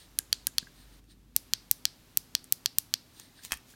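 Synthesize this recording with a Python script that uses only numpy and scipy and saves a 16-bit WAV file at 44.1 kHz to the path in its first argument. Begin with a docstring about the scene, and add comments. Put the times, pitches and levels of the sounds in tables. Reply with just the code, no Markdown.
"""Two electronic shift buttons on a hand-held bicycle brake lever are pressed and let go, close by in a quiet room.
Each switch snaps once going down and once coming back: damped modes ring the plastic lever and thump the hand.
Loose hinge parts knock (noise bursts and modes), mostly as the lever is turned over with a low boom at the end.
Fingers tap the paddle (soft-started modes) and slide over the housing (resonant and grainy noise).
Decaying noise and reflections form the room; hiss, rumble, a drone and a hum lie beneath."""
import sys
import numpy as np
from scipy import signal
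from scipy.fft import rfft, irfft
from scipy.io import wavfile
from scipy.ndimage import uniform_filter1d, minimum_filter1d

SR = 44100
rng = np.random.default_rng(int(sys.argv[2]) if len(sys.argv) > 2 else 0)


def inscribe(sig):
    """Save sig as 16-bit PCM at rate SR to the path in sys.argv[1].

    A 1-D sig is mono; a 2-D sig holds one channel per row.
    Samples are clipped to [-1, 1] before scaling.
    """
    pcm = np.round(np.clip(np.atleast_2d(sig).T, -1, 1) * 32767)
    wavfile.write(sys.argv[1], SR, pcm.astype(np.int16))


N = 165375
T = np.arange(N) / SR
HIT_T = T[:SR // 8]  # time axis of one struck sound
TILT_PIVOT_HZ = 5500  # a mode here keeps its level under any tilt

# Modes of the lever: f/Hz, T60/s, then relative level/dB for button 1 down, 1 up, 2 down, 2 up
LEVER_MODES = [(1825, 0.011, -60, -28.5, -43.5, -32), (2809, 0.001, -49, -51.5, -80, -54),
               (3356, 0.0086, -34.5, -17, -38.5, -18.5), (4430, 0.0061, -21.5, -6.5, -27, -11.5),
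               (5110, 0.0024, -18.5, -23, -28, -10.5), (5750, 0.0095, -28, -22, -26.2, -24.5),
               (6580, 0.0018, -10.6, -32.5, -15, -14), (8440, 0.0026, -17, -28.5, -6, -60),
               (9810, 0.0067, -12.5, -21, -20, -82), (10860, 0.0053, -11.5, -20.5, -36, -42),
               (11960, 0.0045, -16.8, -47, -12, -24.5), (13170, 0.0062, -19, -47, -12.5, -25),
               (13360, 0.0034, -47, -46, -12.5, -37), (14700, 0.0052, -39, -31.5, -11, -48.0)]
# Switch snaps: t/s, relative level/dB, tilt of the modes/(dB per octave), stroke
SNAPS = [(0.1884, 0, 0, "1 down"), (0.3284, 1.5, 1, "1 up"), (.4698, -1.5, 0.5, "1 down"),
         (.5829, 1, 1.5, "1 up"), (1.364, 2, -1, "2 down"), (1.5356, 2, 1.5, "2 up"),
         (1.7129, 2.5, 0.5, "2 down"), (1.854, 2.5, 1, "2 up"), (2.173, 1.5, -1, "2 down"),
         (2.3515, 1, 0.5, "2 up"), (2.5241, 1.6, -0.5, "2 down"), (2.6597, 1, 0, "2 up"),
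         (2.7849, 2.4, -2, "2 down"), (2.9397, 1, 0, "2 up")]
# Names of the strokes, in the order of the level columns
STROKES = ["1 down", "1 up", "2 down", "2 up"]
# Spectrum radiated sideways into the room: f/Hz, then gain/dB for button 1 down, 1 up, 2 down, 2 up
SIDE_RADIATION = [(300, -16, -10.5, -29, -18), (1480, 1, 1, -10, 0.5), (2230, -6, 2.5, -3, 2),
                  (3300, 2.5, 10.5, -1, 6.5), (4570, 2.5, 17, 7, 15.5), (5700, 2, 7.5, 6.5, 10.5),
                  (7000, 11, 7.5, 3, -1.5), (8380, 3.5, 4, 2.5, 0), (10200, 7, -2.5, 5, -7),
                  (12400, 1.5, -8, 5.5, -7), (15500, -13.5, -13.5, -2, -27)]
THUMP_HZ, THUMP_T60_S, THUMP_DB, THUMP_DELAY_S = 112, 0.055, -47.5, 0.00096
MODE_SCATTER_DB = 0.4
RADIATES_ABOVE_HZ = 1040


def switches():
    """Modal superposition: a snap excites all lever modes at once, thumps the hand and spills into the room."""
    direct, thump_and_spill = np.zeros(N), np.zeros(N)
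    modes, radiation = np.array(LEVER_MODES), np.array(SIDE_RADIATION)
    mode_hz, mode_t60 = modes[:, 0], modes[:, 1]
    for at, db, tilt, stroke in SNAPS:
        k = STROKES.index(stroke)
        mix_db = modes[:, 2 + k] + tilt * np.log2(mode_hz / TILT_PIVOT_HZ)
        scatter_db = MODE_SCATTER_DB * rng.standard_normal(len(modes))
        gains = undb(db + mix_db + scatter_db)
        click = sum(g * ring(hz, t60, np.cos) for g, hz, t60 in zip(gains, mode_hz, mode_t60))
        click[0] /= 2  # halve the sample on the onset step
        add(direct, at, click)
        thump = undb(db + THUMP_DB) * ring(THUMP_HZ, THUMP_T60_S)
        add(thump_and_spill, at + THUMP_DELAY_S, thump)
        spill = undb(db) * coloured(room(), radiation[:, [0, k + 1]])
        add(thump_and_spill, at, spill)
    # the direct snap radiates weakly at low frequencies
    high_pass = signal.butter(2, RADIATES_ABOVE_HZ, "high", fs=SR, output="sos")
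    return signal.sosfilt(high_pass, smeared(direct)) + thump_and_spill


SMEAR_HZ, SMEAR_Q = 12500, 1.8


def smeared(x):
    """All-pass dispersion: spreads a snap's treble over a fraction of a millisecond, which lowers its peak."""
    b, a = signal.iirpeak(SMEAR_HZ, SMEAR_Q, fs=SR)
    return x - 2 * signal.lfilter(b, a, x)


# Knocks of loose hinge parts: t/s, level/dB, tilt/(dB per octave), hinge ring level relative to the knock/dB
KNOCKS = [(1.041, -58.5, -1, -10), (2.4424, -37.5, 3, -22), (3.1984, -35.5, 1, -6), (3.45, -31.5, 3, -23),
          (3.458, -48, 3, -14), (3.509, -39, -4.5, 0), (3.5204, -17.5, -1, 1), (3.527, -31.5, 2.5, -9),
          (3.5315, -28, -4.5, -0.5), (3.539, -31.5, 0.5, -1), (3.572, -45, 6, 6)]
# Spectrum of the crack: f/Hz, relative level/dB
KNOCK_COLOUR = [(45, -8), (75, -3), (140, -15), (400, -8), (900, 0), (1700, 2.5), (3000, 0.5), (5000, 4.5),
                (9000, 5.5), (16000, -6)]
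# Modes of the hinge and its spring: f/Hz, T60/s, relative level/dB
HINGE_MODES = [(1790, .014, -11), (2520, .018, -9), (3230, .035, -13), (5550, .02, -20), (6900, .02, -19),
               (8150, .02, -19), (9400, .015, -18), (11450, .02, -17), (14500, .01, -14)]
KNOCK_T60_S, KNOCK_TAIL_T60_S, KNOCK_TAIL_DB = 0.0069, 0.072, -22
KNOCK_SCATTER_DB = 1.5


def knocks():
    """Impact excitation: loose parts meet with a short crack and a rattling tail, and ring the hinge's modes."""
    out = np.zeros(N)
    tail = undb(KNOCK_TAIL_DB) * fade(HIT_T, KNOCK_TAIL_T60_S)
    envelope = fade(HIT_T, KNOCK_T60_S) + tail
    for at, db, tilt, ring_db in KNOCKS:
        crack = noise(KNOCK_COLOUR, size=len(HIT_T), tilt=tilt) * envelope
        rings = np.zeros(len(HIT_T))
        for hz, t60, mode_db in HINGE_MODES:
            polarity = rng.choice([-1, 1])
            scatter_db = KNOCK_SCATTER_DB * rng.standard_normal()
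            gain = undb(mode_db + tilt * np.log2(hz / TILT_PIVOT_HZ) + scatter_db)
            rings += polarity * gain * ring(hz, t60)
        add(out, at, undb(db) * (crack + undb(ring_db) * rings))
    return out


# Finger taps on the paddle: t/s, hollow ring level/dB, thud level/dB
TAPS = [(0.1913, -32.5, -39.5), (0.472, -32, -42), (.627, -39, -37), (0.67, -35.5, -60), (3.39, -41, -67.5),
        (3.406, -50, -68), (3.523, -35, -40), (3.738, -43, -54)]
# Modes of the hollow ring: f/Hz, T60/s, relative level/dB
TAP_MODES = [(1150, .01, -9), (1620, .02, -1), (1900, .014, -7)]
THUD_HZ, THUD_T60_S = 220, 0.018
TAP_ATTACK_S = 0.0015  # time constant


def taps():
    """Soft contact: a gradual onset dulls the hollow ring of the paddle, beside a low damped thud."""
    out = np.zeros(N)
    attack = 1 - np.exp(-HIT_T / TAP_ATTACK_S)
    hollow = sum(undb(db) * ring(hz, t60) for hz, t60, db in TAP_MODES) * attack
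    thud = ring(THUD_HZ, THUD_T60_S)
    for at, ring_db, thud_db in TAPS:
        add(out, at, undb(ring_db) * hollow + undb(thud_db) * thud)
    return out


BUMP_S, BUMP_HZ, BUMP_T60_S, BUMP_DB = 3.523, 61.4, 0.22, -42.5


def bump():
    """Damped oscillation: turning the lever over jolts it once, with a low boom."""
    out = np.zeros(N)
    add(out, BUMP_S, undb(BUMP_DB) * ring(BUMP_HZ, BUMP_T60_S))
    return out


# Skin sliding on the housing: middle t/s, Gaussian half length/s, level/dB, power share of dry scraping (0-1)
SLIDES = [(.01, 0.032, -56.5, 0.3), (0.804, 0.042, -61.5, 0.23), (0.94, 0.021, -66, 0.1),
          (1.114, 0.017, -60.5, 0.25), (3.17, 0.033, -66, .7), (3.217, 0.041, -57.5, 0.34),
          (3.387, 0.02, -59, 0), (3.453, 0.018, -48.5, 0.74), (3.532, 0.022, -49.5, 0.66),
          (3.708, 0.022, -57, 1)]
# Resonances of the swish: f/Hz, width of one filter pass/Hz, relative level/dB
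SLIDE_RESONANCES = [(1790, 340, -12.5), (4030, 1700, -3), (8860, 790, -8)]
# Spectrum of the scrape: f/Hz, relative level/dB
SCRAPE_COLOUR = [(500, -32), (2000, 1), (6000, 4.5), (12000, -0.5), (16000, 0)]
SCRAPE_GRAIN_DB, SCRAPE_GRAIN_S = 2, 0.0026  # rms level swing, smoothing time


def slides():
    """Friction noise: sliding skin swells and fades, as a smooth resonant swish or a grainy scrape."""
    swish = unit(sum(undb(db) * resonant_noise(hz, width) for hz, width, db in SLIDE_RESONANCES))
    grain = unit(uniform_filter1d(rng.standard_normal(N), int(SCRAPE_GRAIN_S * SR)))
    scrape = unit(noise(SCRAPE_COLOUR) * undb(SCRAPE_GRAIN_DB * grain))
    out = np.zeros(N)
    for at, half, db, share in SLIDES:
        swell = np.exp(-0.5 * ((T - at) / half) ** 2)
        friction = np.sqrt(1 - share) * swish + np.sqrt(share) * scrape
        out += undb(db) * swell * friction
    return out


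# Reflections from near surfaces: delay t/s, level/dB
REFLECTIONS = [(.0087, -44), (.0112, -40), (.0165, -34), (.0222, -46)]
ROOM_DELAY_S = 0.007
ROOM_DB, ROOM_T60_S = -25, 0.31  # energy level before colouring, decay
EARLY_DB, EARLY_T60_S = -27.5, 0.06


def room():
    """Impulse response: near reflections, quick scatter from hands and table, and a faint short tail."""
    t = T[:SR // 2]
    tail = unit(rng.standard_normal(len(t)) * fade(t, ROOM_T60_S))
    early = unit(rng.standard_normal(len(t)) * fade(t, EARLY_T60_S))
    diffuse = undb(ROOM_DB) * tail + undb(EARLY_DB) * early
    response = np.zeros(N)
    add(response, ROOM_DELAY_S, diffuse / np.sqrt(len(t)))  # from unit power to unit energy
    for delay, db in REFLECTIONS:
        add(response, delay, undb([db]))
    return response[:len(t)]


# Spectrum of the hiss: f/Hz, relative level/dB
HISS_COLOUR = [(200, -19.5), (400, -3.5), (1000, -5), (2000, -8), (4000, -7.5), (8000, -13), (10500, -14),
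               (13000, -12), (16000, -19)]
# Spectrum of the room rumble: f/Hz, relative level/dB
RUMBLE_COLOUR = [(20, -19), (40, -2.5), (70, -4.5), (105, 0.5), (190, -5.5), (280, -3.5), (450, -17.5),
                 (1000, -42.5)]
# Course of the low drone: t/s, rms level/dB
DRONE_LEVEL = [(0, -69), (.15, -61.5), (.7, -63.5), (.85, -57.5), (1.25, -60.5), (1.6, -65.5), (3.75, -82)]
HISS_DB, RUMBLE_DB = -63, -62.5
HISS_DIP_START_S, HISS_DIP_END_S, HISS_DIP_DB = 1, 1.35, -8.5
DRONE_HZ, DRONE_WAVER_HZ, WAVER_S = 47.3, 3, 0.17  # mean, rms waver, smoothing time
HUM_HZ, HUM_WIDTH_HZ, HUM_DB = 250.8, 4.3, -74  # width of one filter pass


def background():
    """Continuous noise and tones: hiss that dips briefly, rumble, a frequency-modulated drone and a thin hum."""
    in_dip = (T > HISS_DIP_START_S) & (T < HISS_DIP_END_S)
    dip = uniform_filter1d(in_dip.astype(float), size=400)  # soft edges
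    hiss = undb(HISS_DB + HISS_DIP_DB * dip) * noise(HISS_COLOUR)
    rumble = undb(RUMBLE_DB) * noise(RUMBLE_COLOUR)
    waver = unit(uniform_filter1d(rng.standard_normal(N), int(WAVER_S * SR)))
    phase = 2 * np.pi * np.cumsum(DRONE_HZ + DRONE_WAVER_HZ * waver) / SR
    drone_db = np.interp(T, *np.array(DRONE_LEVEL).T)
    drone = undb(drone_db) * unit(np.sin(phase))
    hum = undb(HUM_DB) * resonant_noise(HUM_HZ, HUM_WIDTH_HZ)
    return hiss + rumble + drone + hum


def undb(db):
    """Amplitude ratio: decibels to gain."""
    return 10 ** (np.asarray(db) / 20)


def unit(x):
    """Power normalisation: scale to rms 1."""
    return x / np.sqrt(np.mean(x ** 2))


def fade(t, t60):
    """Exponential decay: 60 dB down after t60."""
    return np.exp(-np.log(1000) * t / max(t60, 1e-4))


def ring(hz, t60, wave=np.sin):
    """Damped harmonic oscillator: one struck mode."""
    return wave(2 * np.pi * hz * HIT_T) * fade(HIT_T, t60)


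def add(out, at, x):
    """Linear superposition: mix x into out from time at (s) on."""
    i = max(int(round(at * SR)), 0)
    out[i:i + len(x)] += x[:max(N - i, 0)]


def noise(colour, size=N, tilt=0):
    """Spectral shaping of white noise: coloured noise of rms 1."""
    return unit(coloured(rng.standard_normal(size), colour, tilt))


def resonant_noise(hz, width):
    """Resonance: white noise passed twice through one peak, for steep sides, at rms 1."""
    b, a = signal.iirpeak(hz, hz / width, fs=SR)
    once = signal.lfilter(b, a, rng.standard_normal(N))
    return unit(signal.lfilter(b, a, once))


TILT_FROM_HZ = 900


def coloured(x, colour, tilt=0):
    """Linear filtering by a spectrum of (f/Hz, gain/dB) points, tilted in dB per octave above a corner."""
    octave = np.log2(np.maximum(np.fft.rfftfreq(len(x), 1 / SR), 1))
    hz, db = np.array(colour, float).T
    tilt_db = tilt * np.maximum(octave - np.log2(TILT_FROM_HZ), 0)
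    gain = undb(np.interp(octave, np.log2(hz), db) + tilt_db)
    return irfft(rfft(x) * gain, len(x))


# Spectrum of the room's answer to the handling noises: f/Hz, gain/dB
ROOM_COLOUR = [(200, 7), (1500, 6.5), (4800, 5.5), (16000, -4)]


def scene():
    """Superposition of the switches, the handling noises convolved with their room, and the background."""
    handling = knocks() + taps() + bump() + slides()
    echo = signal.fftconvolve(handling, coloured(room(), ROOM_COLOUR))[:N]
    return (switches() + handling + echo + background())[None]


TOP_HZ = 16250
LIMIT, LIMIT_WINDOW_S = 0.98, 0.006  # full scale is 1


def record(dry):
    """Peak limiting and band limiting: smoothed gain dips tame the tallest peaks, a low-pass cuts the top."""
    low_pass = signal.ellip(8, 0.2, 70, TOP_HZ, fs=SR, output="sos")
    size = int(LIMIT_WINDOW_S * SR)
    peaks = np.abs(signal.sosfilt(low_pass, dry))
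    gain = LIMIT / np.maximum(peaks, LIMIT)
    smooth_gain = uniform_filter1d(minimum_filter1d(gain, size), size)
    return signal.sosfilt(low_pass, dry * smooth_gain)


dry = scene()
out = record(dry)
inscribe(out)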